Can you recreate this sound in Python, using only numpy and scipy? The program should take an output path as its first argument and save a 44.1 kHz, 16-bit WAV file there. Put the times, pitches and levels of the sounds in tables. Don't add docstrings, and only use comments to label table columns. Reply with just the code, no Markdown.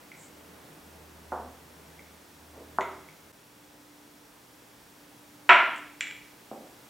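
import sys
import numpy as np
from scipy import signal
from scipy.fft import rfft, irfft
from scipy.io import wavfile
from scipy.ndimage import uniform_filter1d, minimum_filter1d

SR = 44100
rng = np.random.default_rng(int(sys.argv[2]) if len(sys.argv) > 2 else 0)


def amplitude_ratio(level_db):
    exponent = np.asarray(level_db, float) / 20
    return 10 ** exponent


def generate_wav(signal):
    frames = np.transpose(np.atleast_2d(signal))
    scaled = np.clip(frames, -1, 1) * 32767
    pcm = np.round(scaled).astype(np.int16)
    wavfile.write(sys.argv[1], SR, pcm)


N = 303849
CUT_S = 3.323


def unit(x):
    return x / np.sqrt(np.mean(x ** 2))


def across(table, hz):
    rows = np.array(table)
    return np.interp(np.log(hz + 1), np.log(rows[:, 0]), rows[:, 1])


def colour(x, table):
    n = x.shape[-1]
    hz = np.arange(n // 2 + 1) * SR / n
    return irfft(rfft(x) * amplitude_ratio(across(table, hz)), n)


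def pair(mid, side, width):
    side = colour(side, width)
    return np.array([mid + side, mid - side])


def walk(rate):
    k = int(SR / rate)
    steps = np.repeat(rng.standard_normal(N // k + 1), k)
    return 1.42 * uniform_filter1d(uniform_filter1d(steps, k), k)[:N]


def band(x, hz, width_hz):
    b, a = signal.iirpeak(hz, hz / width_hz, SR)
    return signal.lfilter(b, a, signal.lfilter(b, a, x))


def bell(middle, length):
    edge = .35
    inside = .5 - np.abs(np.arange(N) / SR - middle) / length
    return np.sin(np.pi / 2 * np.clip(inside / edge, 0, 1)) ** 2


# f/Hz, side minus mid level/dB
AIR_WIDTH = [(60, -23), (110, -15), (200, -13), (700, -4), (2380, -4.5), (4400, -7.5), (8120, -12),
             (15000, -20)]


def diffuse(spectrum):
    return unit(pair(*colour(rng.standard_normal((2, N)), spectrum), AIR_WIDTH))


# f/Hz, level per Hz/dB
HISS = [(15, -45.5), (25, -22), (43, -13), (107, -9), (240, -5), (297, -5), (340, -7), (433, -7),
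        (741, -11), (871, -7.5), (1080, -12), (1450, -12.5), (3000, -17.5), (5580, -19.5), (15500, -22.5)]


def hiss():
    t = np.arange(N) / SR
    before_db, after_db, creep_db_per_s = 0.78, -0.74, 0.74
    gain_db = np.where(t < CUT_S, before_db, after_db + creep_db_per_s * (t - CUT_S))
    return diffuse(HISS) * amplitude_ratio(-55 + gain_db)


# f/Hz, level per Hz/dB
TRAFFIC = [(60, -29), (110, -3.5), (160, 0), (240, 2.5), (450, -0.5), (900, -6), (2000, -12), (5000, -24)]
# middle t/s, length t/s, depth level/dB
LULLS = [
    (0, 0.45, -2.5),
    (2.4, 0.83, -7.5),
    (3.32, 0.67, -9),
]


def traffic():
    lull_db = sum(db * bell(s, length) for s, length, db in LULLS)
    road = diffuse(TRAFFIC) * amplitude_ratio(lull_db)
    drone_hz, drone_width_hz, drone_db = 161, 13, -10
    drone = amplitude_ratio(drone_db) * unit(band(rng.standard_normal(N), drone_hz, drone_width_hz))
    level_db = -57 + 1.2 * walk(5.2)
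    return (road + drone) * amplitude_ratio(level_db) * (np.arange(N) / SR < CUT_S)


# f/Hz, width f/Hz, rms level/dB
WHINES = [
    (120, 4, -73.5),
    (163.6, 6.5, -74),
    (3360, 150, -77.5),
    (5600, 200, -75.5),
]


def whines():
    return sum(unit(band(rng.standard_normal(N), hz, width_hz)) * amplitude_ratio(db) for hz, width_hz, db in WHINES)


def hum(swells, idle=0):
    sizes = np.array([bell(s, length) * amplitude_ratio(db) for s, length, _, db in swells])
    total = sizes.sum(axis=0)
    pitch = np.array(swells)[:, 2]
    hz = (pitch @ sizes + 1e-6 * pitch.mean()) / (total + 1e-6)
    hz = uniform_filter1d(hz, 4000)
    tone = np.sin(2 * np.pi * np.cumsum(hz + .5 * walk(5.36)) / SR)
    flutter_db = .8 * walk(5)
    return np.sqrt(2) * tone * (total + idle) * amplitude_ratio(flutter_db)


# middle t/s, length t/s, pitch f/Hz, rms level/dB
ENGINE = [
    (.49, 0.48, 80, -63),
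    (1.05, 0.67, 78, -57.5),
    (1.4, 0.35, 77.3, -53.5),
    (1.85, 1.16, 77.4, -62.5),
    (2.7, 0.99, 78.6, -60),
    (3.27, .14, 80, -68),
]


def engine():
    return hum(ENGINE)


# middle t/s, length t/s, pitch f/Hz, rms level/dB
MOTOR = [
    (.4, 1.77, 294.3, -74),
    (2.6, .7, 294.8, -71),
    (3.9, 0.91, 295.3, -66),
    (5.65, 1.88, 295.6, -62),
]


def motor():
    idle_db, stops_s = -67.5, 7.1
    running = uniform_filter1d(1. * (np.arange(N) / SR < stops_s), 2000)
    return hum(MOTOR, amplitude_ratio(idle_db) * running)


# f/Hz, t/s
ROOM_T60 = [(100, 0.31), (250, 0.74), (500, 0.62), (1000, 0.52), (2000, 0.62), (4000, 0.62), (8000, 0.5),
            (14000, 0.18)]
# f/Hz, side minus mid level/dB
TAIL_WIDTH = [(125, -21), (500, -18), (1000, -19), (2000, -17), (4500, -11.5), (8000, -21), (14000, -39)]


def room_tail():
    first_wall_ms, build_cycles = 0.76, 1.34
    early_db, early_ms = 4, 12
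    t = np.arange(2 ** 15) / SR
    late = np.clip(t - first_wall_ms / 1000, 0, None)
    octave = np.log2(np.arange(len(t) // 2 + 1) * SR / len(t) / 80 + 1e-9)
    noise = rfft(rng.standard_normal((2, len(t))))
    tail = 0
    for step in np.arange(0, 8, .5):
        hz = 80 * 2 ** step
        share = np.cos(np.pi * np.clip(octave - step, -.5, .5)) ** 2
        fade = np.exp(-np.log(1000) * t / max(across(ROOM_T60, hz), .05))
        build = 1 - np.exp(-late * hz / build_cycles)
        tail = tail + irfft(noise * share) * fade * build
    early = amplitude_ratio(early_db * np.exp(-t * 1000 / early_ms))
    return pair(*(tail * early), TAIL_WIDTH) / np.sqrt(SR) * 6


def add(out, s, sound):
    i = int(s * SR)
    out[:, i:i + sound.shape[1]] += sound[:, :N - i]


def add_echo(out, s, sound, room_db):
    add(out, s, amplitude_ratio(room_db) * signal.fftconvolve(sound[None], room_tail(), axes=1))


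def knocks(modes, blows):
    out, t = np.zeros((2, N)), np.arange(4096) / SR
    ring = 0
    for k, (hz, width_hz, db) in enumerate(modes):
        swell = width_hz * width_hz * t * np.exp(-1.5 * np.pi * width_hz * t)
        ring = ring + (-1) ** k * amplitude_ratio(db) * swell * np.sin(2 * np.pi * hz * t)
    for s, peak_db, contact_ms, room_db, pan_db in blows:
        push = np.exp(-((t[:256] * 1000 - 2 * contact_ms) / (contact_ms / 2)) ** 2)
        blow = np.convolve(ring, push)
        blow = blow * amplitude_ratio(peak_db) / np.abs(blow).max()
        start = s - contact_ms / 1000
        add(out, start, blow * amplitude_ratio([[pan_db / 2], [-pan_db / 2]]))
        add_echo(out, start, blow, room_db)
    return out


# t/s, peak level/dB, contact t/ms, room share level/dB, left minus right level/dB
LIGHT_MODES = [(2180, 255, 4), (3350, 540, -20)]
LIGHT_BLOWS = [
    (.117, -37, 0.065, 0, -.7),
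    (1.993, -40.5, 0.077, -3, -.7),
    (3.087, -42, .08, -2, -.2),
]


def light_head():
    return knocks(LIGHT_MODES, LIGHT_BLOWS)


# start t/s, length t/s, centre f/Hz, width f/Hz, rms level/dB
SLIDES = [
    (0.148, .15, 7500, 1800, -57),
    (2.53, 0.048, 750, 800, -54),
    (2.535, .12, 395, 447, -48),
    (3.721, 0.11, 450, 500, -61),
]


def slides():
    out, n = np.zeros((2, N)), SR // 2
    for s, length, hz, width_hz, db in SLIDES:
        noise = rng.standard_normal(n) * amplitude_ratio(2.0 * rng.exponential(size=n))
        swell = np.sin(np.pi * np.clip(np.arange(n) / SR / length, 0, 1))
        rub = unit(band(noise, hz, width_hz)) * swell * amplitude_ratio(db)
        add(out, s, np.array([rub, rub]))
        add_echo(out, s, rub, -9)
    return out


NEAR_MODES = [(243, 44, -1), (383, 49, -4), (503, 71, -2.5), (737, 113, 3.5), (932, 81, 2.5),
              (1137, 160, -0.5), (1420, 230, -7), (1800, 480, -14)]
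NEAR_BLOWS = [
    (1.319, -23, .35, 6, -1),
    (1.3315, -28, .45, 2, -1),
]


def near_edge():
    return knocks(NEAR_MODES, NEAR_BLOWS)


BOARD_MODES = [(375.8, 18, 2), (500, 27, -4.5), (624, 18, 5), (987, 14, -5), (1378, 23, 6.5)]
BOARD_BLOWS = [
    (1.3204, -33, 0.68, -17, -1),
    (2.785, -30, 0.62, -3.5, -0.86),
    (5.491, -15.5, 0.15, -19, -.4),
]


def hollow_board():
    return knocks(BOARD_MODES, BOARD_BLOWS)


FAR_MODES = [(223, 75, -16.5), (391, 47, -6), (520, 120, -22.5), (670, 120, -6), (942, 158, -0.5),
             (1330, 330, -3.5), (1860, 390, -23), (2200, 500, -22)]
FAR_BLOWS = [
    (2.7852, -9, 0.32, -4, -.7),
]


def far_edge():
    return knocks(FAR_MODES, FAR_BLOWS)


DARK_MODES = [(2037, 180, 1.5), (2700, 600, -18.5), (3440, 800, -18), (4200, 740, -27.5), (5640, 900, -30),
              (6840, 710, -21.5), (9000, 2000, -35)]
DARK_BLOWS = [
    (2.809, -25.5, .04, 0, -.8),
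]


def dark_head():
    return knocks(DARK_MODES, DARK_BLOWS)


HARD_MODES = [(237, 62, -23), (377, 56, -13), (508, 90, -33.5), (667, 85, -3), (770, 113, -13),
              (973, 95, 4), (1153, 195, -8.5), (1359, 102, 6), (1680, 325, -3.5), (2115, 320, -4),
              (2720, 390, -6.5), (3210, 480, -14), (3710, 420, -17.5), (4260, 520, -27.5), (5620, 940, -28),
              (7480, 460, -21), (9500, 2000, -54.5)]
HARD_BLOWS = [
    (5.4907, -7, 0.11, 12.33, -0.44),
]


def hard_base():
    return knocks(HARD_MODES, HARD_BLOWS)


RIM_MODES = [(45, 36, -24.5), (2320, 440, 4.5), (3240, 810, -24), (7500, 1100, -31.5), (9500, 2200, -37.5)]
RIM_BLOWS = [
    (5.4942, -3.5, .06, 0, -.4),
    (5.5075, -5, .06, -7, -.4),
]


def rim():
    return knocks(RIM_MODES, RIM_BLOWS)


CROWN_MODES = [(8030, 1300, 0)]
CROWN_BLOWS = [
    (5.761, -38.5, 0.037, -3, 0),
]


def crown():
    return knocks(CROWN_MODES, CROWN_BLOWS)


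COLLAR_MODES = [(7200, 900, 0)]
COLLAR_BLOWS = [
    (5.7795, -46, .03, -12, 0),
    (5.782, -42, 0.024, -12, 0),
]


def collar():
    return knocks(COLLAR_MODES, COLLAR_BLOWS)


PAWN_MODES = [(1560, 340, -9), (1990, 170, -1), (2300, 126, 4.5), (2570, 170, -6.5), (2880, 140, -3),
              (3360, 220, -3.5), (3520, 400, -17), (3950, 550, -13.5), (4630, 800, -29),
              (5760, 1300, -19.5), (7300, 300, -4.5), (8330, 480, -18)]
PAWN_BLOWS = [
    (6.008, -13.5, 0.037, -2, -0.64),
    (6.069, -24.5, 0.14, -2, -0.49),
    (6.11, -28, 0.105, -16, -.5),
]


def pawn_head():
    return knocks(PAWN_MODES, PAWN_BLOWS)


RIGHT_MODES = [(227, 76, -3), (340, 98, -3), (520, 94, -1), (737, 155, 0), (980, 280, -11),
               (1370, 400, -15)]
RIGHT_BLOWS = [
    (6.513, -28.5, 0.41, 2.7, -.9),
]


def right_side():
    return knocks(RIGHT_MODES, RIGHT_BLOWS)


def scene():
    background = hiss() + traffic() + whines() + engine() + motor()
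    opening = light_head() + slides() + near_edge() + hollow_board() + far_edge() + dark_head()
    slam = hard_base() + rim()
    clicks = crown() + collar() + pawn_head()
    return background + opening + slam + clicks + right_side()


def limit(x):
    ceiling, look_ahead = .95, 200
    room_left = ceiling / np.maximum(np.abs(x).max(axis=0), ceiling)
    return x * uniform_filter1d(minimum_filter1d(room_left, 2 * look_ahead), look_ahead)


def top_cut(x):
    return signal.sosfilt(signal.butter(12, 16860, fs=SR, output="sos"), x)


# f/Hz, left minus right level/dB
PORT_TILT = [(60, -.8), (380, -1), (1290, -0.5), (15000, 0.3)]


def record(dry):
    left = [(hz, db / 2) for hz, db in PORT_TILT]
    right = [(hz, -db / 2) for hz, db in PORT_TILT]
    x = np.array([colour(dry[0], left), colour(dry[1], right)])
    dip_ms, dip_db = 4.1, -12
    from_cut_ms = (np.arange(N) / SR - CUT_S) * 1000
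    x = x * amplitude_ratio(dip_db * np.exp(-(from_cut_ms / dip_ms) ** 2))
    top_hz = 15850
    x = signal.sosfilt(signal.ellip(10, .1, 80, top_hz, fs=SR, output="sos"), x)
    mix = limit(x)
    return top_cut(mix)


dry = scene()
out = record(dry)
generate_wav(out)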